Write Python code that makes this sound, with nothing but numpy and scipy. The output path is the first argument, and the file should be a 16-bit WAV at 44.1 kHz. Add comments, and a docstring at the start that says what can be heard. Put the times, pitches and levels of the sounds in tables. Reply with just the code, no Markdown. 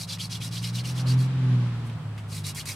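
"""A wooden spindle is rolled between the palms in the socket of a board, in front of the microphone outdoors:
about nine dry, gritty strokes a second, made of friction noise and wood modes that follow the turning speed.
It pauses while the hands go back to the top; the wood rings briefly, as short tones, where the tip catches.
Behind it a motor vehicle, probably a six-cylinder, drones past as harmonic lines with a wash of tyre noise."""
import sys
import numpy as np
from scipy import signal
from scipy.fft import rfft, irfft
from scipy.io import wavfile

SR = 44100
rng = np.random.default_rng(int(sys.argv[2]) if len(sys.argv) > 2 else 0)


def transcribe(u):
    """Save the signal u as a 16-bit wav file named by the first command-line argument.

    u: samples, shape (n,) or (channels, n), limited to [-1, 1]; the rate is SR.
    q: integer samples, one column per channel.
    """
    v = np.clip(np.atleast_2d(u).T, -1, 1)
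    q = np.round(v * 32767).astype(np.int16)
    wavfile.write(sys.argv[1], SR, q)


N = 121275
T = np.arange(N) / SR  # t/s


def undb(db):
    """Amplitude factor of a level in dB."""
    return 10 ** (np.asarray(db) / 20)


def unit(x):
    """Scale to an RMS of 1."""
    return x / np.sqrt(np.mean(x ** 2))


def curve(rows, axis=1):
    """One column of a table, joined by straight lines in time."""
    rows = np.array(rows)
    return np.interp(T, rows[:, 0], rows[:, axis])


def shape(x, points):
    """Filter by (f/Hz, gain/dB) points, joined on a logarithmic frequency axis."""
    hz, db = np.array(points).T
    f = np.maximum(np.arange(N // 2 + 1) * SR / N, 1)
    gain = undb(np.interp(np.log(f), np.log(hz), db))
    return irfft(rfft(x) * gain, N)


def noise():
    """White noise with spread 1."""
    return rng.standard_normal(N)


def walk(rate):
    """Smooth chance with spread 1, changing about rate times a second."""
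    f = np.arange(N // 2 + 1) * SR / N
    return unit(irfft(rfft(noise()) / (1 + (f / rate) ** 4), N))


def ring(hz, width_hz):
    """A resonance driven by friction: a narrow band of noise whose centre may move."""
    phase = 2 * np.pi * np.cumsum(hz + 0 * T) / SR
    in_phase = walk(width_hz / 2) * np.cos(phase)
    quadrature = walk(width_hz / 2) * np.sin(phase)
    return unit(in_phase + quadrature)


def stereo(mid, side):
    """Left and right from mid and side."""
    return np.array([mid + side, mid - side])


DRILL_SIDE_DB = -9  # side relative to mid


def wide(make):
    """Stereo image from two independent draws: one in the middle, a weaker one at the sides."""
    return stereo(make(), undb(DRILL_SIDE_DB) * make())


GRAINS_PER_S, GRAIN_SPREAD_DB = 9000, 1


def grit(colour):
    """Dense tiny slips of wood fibre and dust, coloured by the wood."""
    happens = rng.random(N) < GRAINS_PER_S / SR
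    size = undb(GRAIN_SPREAD_DB * np.minimum(rng.exponential(size=N), 4))
    slips = happens * size * np.sign(noise())
    return unit(shape(slips, colour))


# strokes of the spindle: start t/s, length t/s, rasp level/dB, hiss level/dB, low ring level/dB,
# fastest point [share of the stroke]
STROKES = [(-.035, 0.1, -41, -42, -53, 0.46), (0.067, 0.11, -37, -43.5, -72, 0.48),
           (0.179, 0.11, -40.5, -42, -53, 0.37), (0.289, 0.11, -38, -45, -57, 0.38),
           (0.396, 0.11, -39.5, -43, -57, 0.38), (0.503, 0.12, -39.5, -44, -56, 0.37),
           (0.608, 0.12, -40, -43.5, -48, 0.37), (0.722, 0.11, -39.5, -44.5, -70, 0.44),
           (0.832, 0.12, -41, -44.5, -51, 0.3), (0.94, .1, -42, -47, -65, 0.46),
           (1.055, .108, -40.5, -45, -61, 0.33), (1.163, 0.12, -48.5, -50.5, -57, 0.4),
           (2.282, 0.15, -46, -44, -53, 0.54), (2.433, 0.098, -38.5, -37.5, -48, 0.47),
           (2.545, .096, -41, -39.5, -49, 0.365), (2.649, 0.11, -40.5, -38, -42, 0.36)]
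# modes of board and spindle: f/Hz, width f/Hz, level/dB relative to the rasp
WOOD_MODES = [(2308, 150, -21.5), (2860, 100, -18), (3287, 100, -15), (3956, 380, -11.5), (4414, 880, -8),
              (4970, 840, -14), (5710, 910, -14)]
# colour of the rasping wood fibre: f/Hz, level/dB
RASP_COLOUR = [(500, -16.5), (1500, -6.5), (2100, -8), (2700, -0.5), (3100, -3.5), (3500, 2), (4400, 0),
               (5300, 4), (6200, -2.5), (7300, -6.5), (10000, -16), (16000, -45)]
# colour of the hissing dust, also heard in scuffs and slides: f/Hz, level/dB
HISS_COLOUR = [(2000, -69), (4500, -1), (6000, 1.5), (7200, 1.5), (8500, 4.5), (10000, 2.5), (12000, -2.5),
               (14500, -10.5), (16000, -21)]
RASP_POWER, HISS_POWER = 1.21, 1.43  # how steeply each level follows the speed
LOW_RING_HZ, LOW_RING_WIDTH_HZ = 2260, 670  # centre at full speed
RING_RISE = .22  # share by which the low ring is higher when the spindle stands still
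WOOD_FLICKER_DB, CHATTER_DB = 8, 1.0
BROAD_DB = -2.5  # broad grit relative to the rasp
REVERSAL_DB = -19.5  # dust that keeps moving while the spindle turns round, relative to the stroke's hiss


def spindle():
    """Each stroke speeds up from rest and slows again; rasp, hiss and low ring follow its speed.
    The turning tip drives now one mode of the wood, now another."""
    rasp, hiss, low, pace, dust = (np.zeros(N) for _ in range(5))
    for start, length, rasp_db, hiss_db, low_db, fastest in STROKES:
        turn = np.interp(T, [start, start + length * fastest, start + length], [0, .5, 1])
        speed = np.abs(np.sin(np.pi * turn))
        rasp += undb(rasp_db) * speed ** RASP_POWER
        hiss += undb(hiss_db) * speed ** HISS_POWER
        low += undb(low_db) * speed ** 2
        pace += speed
        from_middle = (T - start - length / 2) / (0.48 * length)
        dust += undb(hiss_db + REVERSAL_DB) * np.exp(-from_middle ** 4)

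    wood = np.zeros((2, N))
    for hz, width, db in WOOD_MODES:
        flicker = WOOD_FLICKER_DB * np.tanh(walk(23))
        wood += undb(db + flicker) * wide(lambda: ring(hz, width))
    broad = undb(BROAD_DB) * wide(lambda: grit(RASP_COLOUR))
    low_hz = LOW_RING_HZ * (1 + RING_RISE * (1 - pace))

    sound = rasp * (wood + broad)
    sound += np.hypot(hiss, dust) * wide(lambda: grit(HISS_COLOUR))
    sound += low * wide(lambda: ring(low_hz, LOW_RING_WIDTH_HZ))
    return sound * undb(CHATTER_DB * walk(110))


# the tip catches and the wood sings briefly: t/s, f/Hz, level/dB
CATCHES = [(0.043, 4400, -45), (.108, 3404, -37.5), (0.137, 3350, -35), (0.203, 3200, -36),
           (0.211, 3400, -34), (.216, 4280, -37), (.252, 4350, -38), (.355, 3350, -38),
           (0.419, 2450, -40.5), (0.423, 3335, -36), (0.427, 2800, -44), (.572, 3400, -38),
           (0.643, 2976, -36), (.648, 3970, -36), (.652, 5100, -36), (0.789, 2950, -38),
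           (.786, 3580, -41.5), (.805, 2250, -46.5), (0.855, 2850, -41), (.908, 2900, -49),
           (.985, 3400, -41), (0.999, 2400, -43), (1.078, 2850, -47), (1.113, 4500, -35.5),
           (1.121, 2827, -40.5), (2.381, 3950, -42), (2.452, 3930, -39), (2.48, 4400, -40),
           (2.586, 2000, -40.5), (2.608, 3330, -38), (2.697, 2200, -40), (2.718, 5000, -37)]
CATCH_S, CATCH_WIDTH_HZ = 0.0095, 425.5  # half width in time (to 1/e), spread of the wobbling pitch
CATCH_GRIT_DB = 2.8  # rough flicker of the level


def catches():
    """Stick and slip lock on to a mode of the wood for a few milliseconds."""
    out = np.zeros((2, N))
    wobble_hz = CATCH_WIDTH_HZ / 2 * walk(CATCH_WIDTH_HZ)
    for at, hz, db in CATCHES:
        phase = 2 * np.pi * (np.cumsum(hz + wobble_hz) / SR + rng.random())
        swell = np.exp(-((T - at) / CATCH_S) ** 2)
        out += undb(db) * swell * np.sin(phase)
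    return out * undb(CATCH_GRIT_DB * wide(lambda: walk(350)))


# knocks and scuffs of the spindle in its socket, some as a stroke breaks away:
# t/s, wood level/dB, hiss level/dB, decay t/s (to 1/e)
SCUFFS = [(.174, -41, -62, .003), (.186, -45, -57, 0.0087), (1.898, -44, -58, 0.0046),
          (2.178, -44, -59.5, 0.019), (2.442, -47, -47, .008), (2.548, -49.5, -39.5, 0.016),
          (2.656, -43.5, -37, 0.0074)]
# palms slide up the stick: t/s, half width t/s (to 1/e), level/dB
SLIDES = [(1.87, 0.019, -58.5), (2.19, .03, -68), (2.3, 0.016, -57)]
# colour of the knocked wood: f/Hz, level/dB
KNOCK_COLOUR = [(400, -19), (1500, -1), (2400, 8), (3500, 0), (5600, -10), (8000, -13), (15000, -35)]


def handling():
    """The spindle knocks in its socket with a sudden start and a decay; the palms slide along it."""
    knocks, rubs = np.zeros(N), np.zeros(N)
    for at, wood_db, hiss_db, decay in SCUFFS:
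        fade = (T >= at) * np.exp(-np.abs(T - at) / decay)
        knocks += undb(wood_db) * fade
        rubs += undb(hiss_db) * fade
    for at, half, db in SLIDES:
        rubs += undb(db) * np.exp(-((T - at) / half) ** 2)
    return knocks * wide(lambda: grit(KNOCK_COLOUR)) + rubs * wide(lambda: grit(HISS_COLOUR))


SCATTER_DB, SCATTER_T60_S = -13.5, 0.12


def scatter_tail():
    """Decaying noise of unit energy that begins 4 ms after the direct sound."""
    coloured = shape(noise(), [(3000, -2), (7000, -10.5), (14000, -4)])
    tail = coloured * undb(-60 * T / SCATTER_T60_S) * (T > .004)
    return unit(tail) / np.sqrt(N)


def surroundings(x):
    """Ground and leaves scatter a short, dull tail back."""
    echo = [signal.fftconvolve(channel, scatter_tail())[:N] for channel in x]
    return x + undb(SCATTER_DB) * np.array(echo)


# firing rate of the engine: t/s, f/Hz
FIRING = [(0, 102.8), (.3, 108.3), (.6, 114.8), (.75, 118.9), (.9, 124.2), (1.05, 126), (1.2, 128.1),
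          (1.35, 130.1), (1.5, 125.7), (1.65, 120), (1.8, 116.5), (1.95, 113.1), (2.1, 107.1), (2.39, 103),
          (2.54, 99.3), (2.75, 102.2)]
# strongest engine lines: t/s, level/dB at 1, 4/3, 3/2, 2, 7/6 and 5/3 times the firing rate
DRONE = [(0, -43.5, -61, -47, -67, -46, -44), (.27, -38.5, -79, -44, -60, -42, -44),
         (.55, -35, -49, -39.5, -58, -43, -53), (.75, -30, -51, -36.5, -59, -57, -54),
         (.86, -31, -40, -45.5, -58, -56, -57), (1.03, -26.5, -37.5, -45, -47, -57, -55),
         (1.11, -20, -36.5, -46, -37.5, -50, -47), (1.19, -18.5, -37.5, -47, -41, -48, -47),
         (1.31, -26.5, -40.5, -44.5, -48, -43, -53.5), (1.44, -21.5, -37, -48, -37.5, -45, -46),
         (1.55, -19, -34, -36, -37, -47, -46), (1.74, -29, -45, -42, -48, -49, -49),
         (1.9, -34, -43, -67, -45, -41, -65), (1.96, -29.5, -44, -36, -64, -61, -63),
         (2.005, -54, -36.5, -50, -67, -48, -54), (2.06, -31.5, -38.5, -43, -69, -56, -48),
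         (2.18, -36.5, -48, -55, -67, -59, -53), (2.35, -35.5, -60, -38.5, -54, -55, -48.5),
         (2.47, -35.5, -66, -37.5, -56, -61, -50), (2.57, -49, -65, -42.5, -60, -44, -66),
         (2.64, -50, -60, -42.5, -73, -66, -57), (2.7, -36, -72, -48, -76, -68, -64),
         (2.75, -48, -60, -61, -67, -60, -54)]
# weaker lines from uneven cylinders: multiple of the cycle rate, level/dB where the nearness is 0 dB
UNEVEN = [(2, -59.5), (3, -61), (4, -54.5), (5, -56), (11, -63), (13, -56), (14, -60.5), (15, -56),
          (17, -59.5), (21, -64.5), (22, -67.5), (24, -61.5)]
# nearness of the vehicle, also for the tyres: t/s, level/dB
NEAR = [(0, -10.5), (.4, -5), (.75, -3.5), (.95, -0.5), (1.12, 1.5), (1.3, 0.5), (1.55, 1.5), (1.75, -0.5),
        (2.0, -3.5), (2.2, -5), (2.75, -3)]
# colour of the boom around the lines: f/Hz, level/dB
BOOM_COLOUR = [(50, -22), (85, -23), (105, 3), (125, 13), (140, 9.5), (160, 0), (185, -18), (230, -23),
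               (400, -53)]
BOOM_DB = -48  # where the nearness is 0 dB
THIRD_DB = -12  # line at 3 times the firing rate, relative to the one at 2 times
UNEVEN_FOLLOWS, WAVER_DB = 0.92, -0.1  # share of the nearness that weak lines and boom follow; slow waver
ENGINE_PAN_DB = -.45  # left relative to right


def engine():
    """Lines of the firing rate and of the slower six-cylinder cycle, with a diffuse boom around them."""
    cycle = 2 * np.pi * np.cumsum(curve(FIRING)) / SR / 6  # six firings to a cycle

    def line(order, db):
        """Sine at a multiple of the cycle rate, with its RMS level in dB."""
        return np.sqrt(2) * undb(db) * np.sin(order * cycle + 2 * np.pi * rng.random())

    out = np.zeros(N)
    for column, order in enumerate([6, 8, 9, 12, 7, 10], start=1):
        out += line(order, curve(DRONE, axis=column))
    out += line(18, curve(DRONE, axis=4) + THIRD_DB)

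    near = UNEVEN_FOLLOWS * curve(NEAR)
    for order, db in UNEVEN:
        out += line(order, db + near + WAVER_DB * walk(4.2))
    out += undb(BOOM_DB + near) * unit(shape(noise(), BOOM_COLOUR))
    return out * undb(np.array([[ENGINE_PAN_DB], [-ENGINE_PAN_DB]]) / 2)


# colour of the tyre noise: f/Hz, level/dB
TYRE_COLOUR = [(25, -7), (45, 4), (80, 10.5), (150, 11), (230, 6), (330, -1), (480, -2.5), (700, -3),
               (1100, -0.5), (1600, -4), (2200, -7), (3300, -9), (4800, -16), (6500, -23.5), (10000, -31),
               (12000, -40), (16000, -49)]
# stereo width of the tyre noise: f/Hz, side level/dB relative to mid
TYRE_SIDE = [(25, -10), (70, -7), (160, -8), (300, -8.5), (600, -11.5), (1200, -6.5), (3000, -1),
             (12000, 5)]
TYRES_DB = -43  # where the nearness is 0 dB
TYRE_DULLING = 0.53  # extra dB of treble per dB of nearness
WHINE_HZ, WHINE_DB = 7970, -75.5


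def road():
    """Tyre noise swells and brightens as the vehicle comes near; a thin high whine hangs in the air."""
    mid = unit(shape(noise(), TYRE_COLOUR))
    side = shape(unit(shape(noise(), TYRE_COLOUR)), TYRE_SIDE)
    wash = stereo(mid, side)
    dull = signal.sosfiltfilt(signal.butter(2, 2200, fs=SR, output="sos"), wash)
    treble = wash - dull
    near = curve(NEAR) + 0.4 * walk(22)  # with a slight flutter
    tyres = undb(TYRES_DB + near) * (dull + undb(TYRE_DULLING * near) * treble)
    return tyres + undb(WHINE_DB) * ring(WHINE_HZ, 160)


# the tyres' midrange roar, which lingers after the pass: t/s, level/dB
ROAR = [(0, -55), (.7, -64), (1.05, -48), (1.3, -61.5), (1.55, -56), (1.85, -54), (2.1, -54.5),
        (2.4, -60.5), (2.75, -57)]
# colour of the roar: f/Hz, level/dB
ROAR_COLOUR = [(300, -31), (480, -0.5), (700, -2.5), (950, -1), (1300, -4.5), (2000, -19), (4000, -36)]
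ROAR_FLUTTER_DB = .8


def roar(side_db=-6):
    """The tread drums on the road: midrange noise with a fluttering level."""
    mid = unit(shape(noise(), ROAR_COLOUR))
    side = undb(side_db) * unit(shape(noise(), ROAR_COLOUR))
    level = undb(curve(ROAR) + ROAR_FLUTTER_DB * walk(8.1))
    return level * stereo(mid, side)


def air(hiss_db=-66):
    """Faint steady outdoor hiss."""
    colour = [(1000, 2), (5000, -5.5), (10000, -2.5), (12000, -12.5), (14500, -15), (16000, -21)]
    return undb(hiss_db) * wide(lambda: unit(shape(noise(), colour)))


def scene():
    """The drill with its scattered tail in front; vehicle and open air behind it."""
    drill = surroundings(spindle() + catches() + handling())
    vehicle = engine() + road() + roar()
    return drill + vehicle + air()


TOP_HZ = 15800


def record(dry):
    """The recorder behind the microphone cuts the top with a steep low-pass."""
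    return signal.sosfilt(signal.ellip(10, .2, 80, TOP_HZ, fs=SR, output="sos"), dry)


dry = scene()
out = record(dry)
transcribe(out)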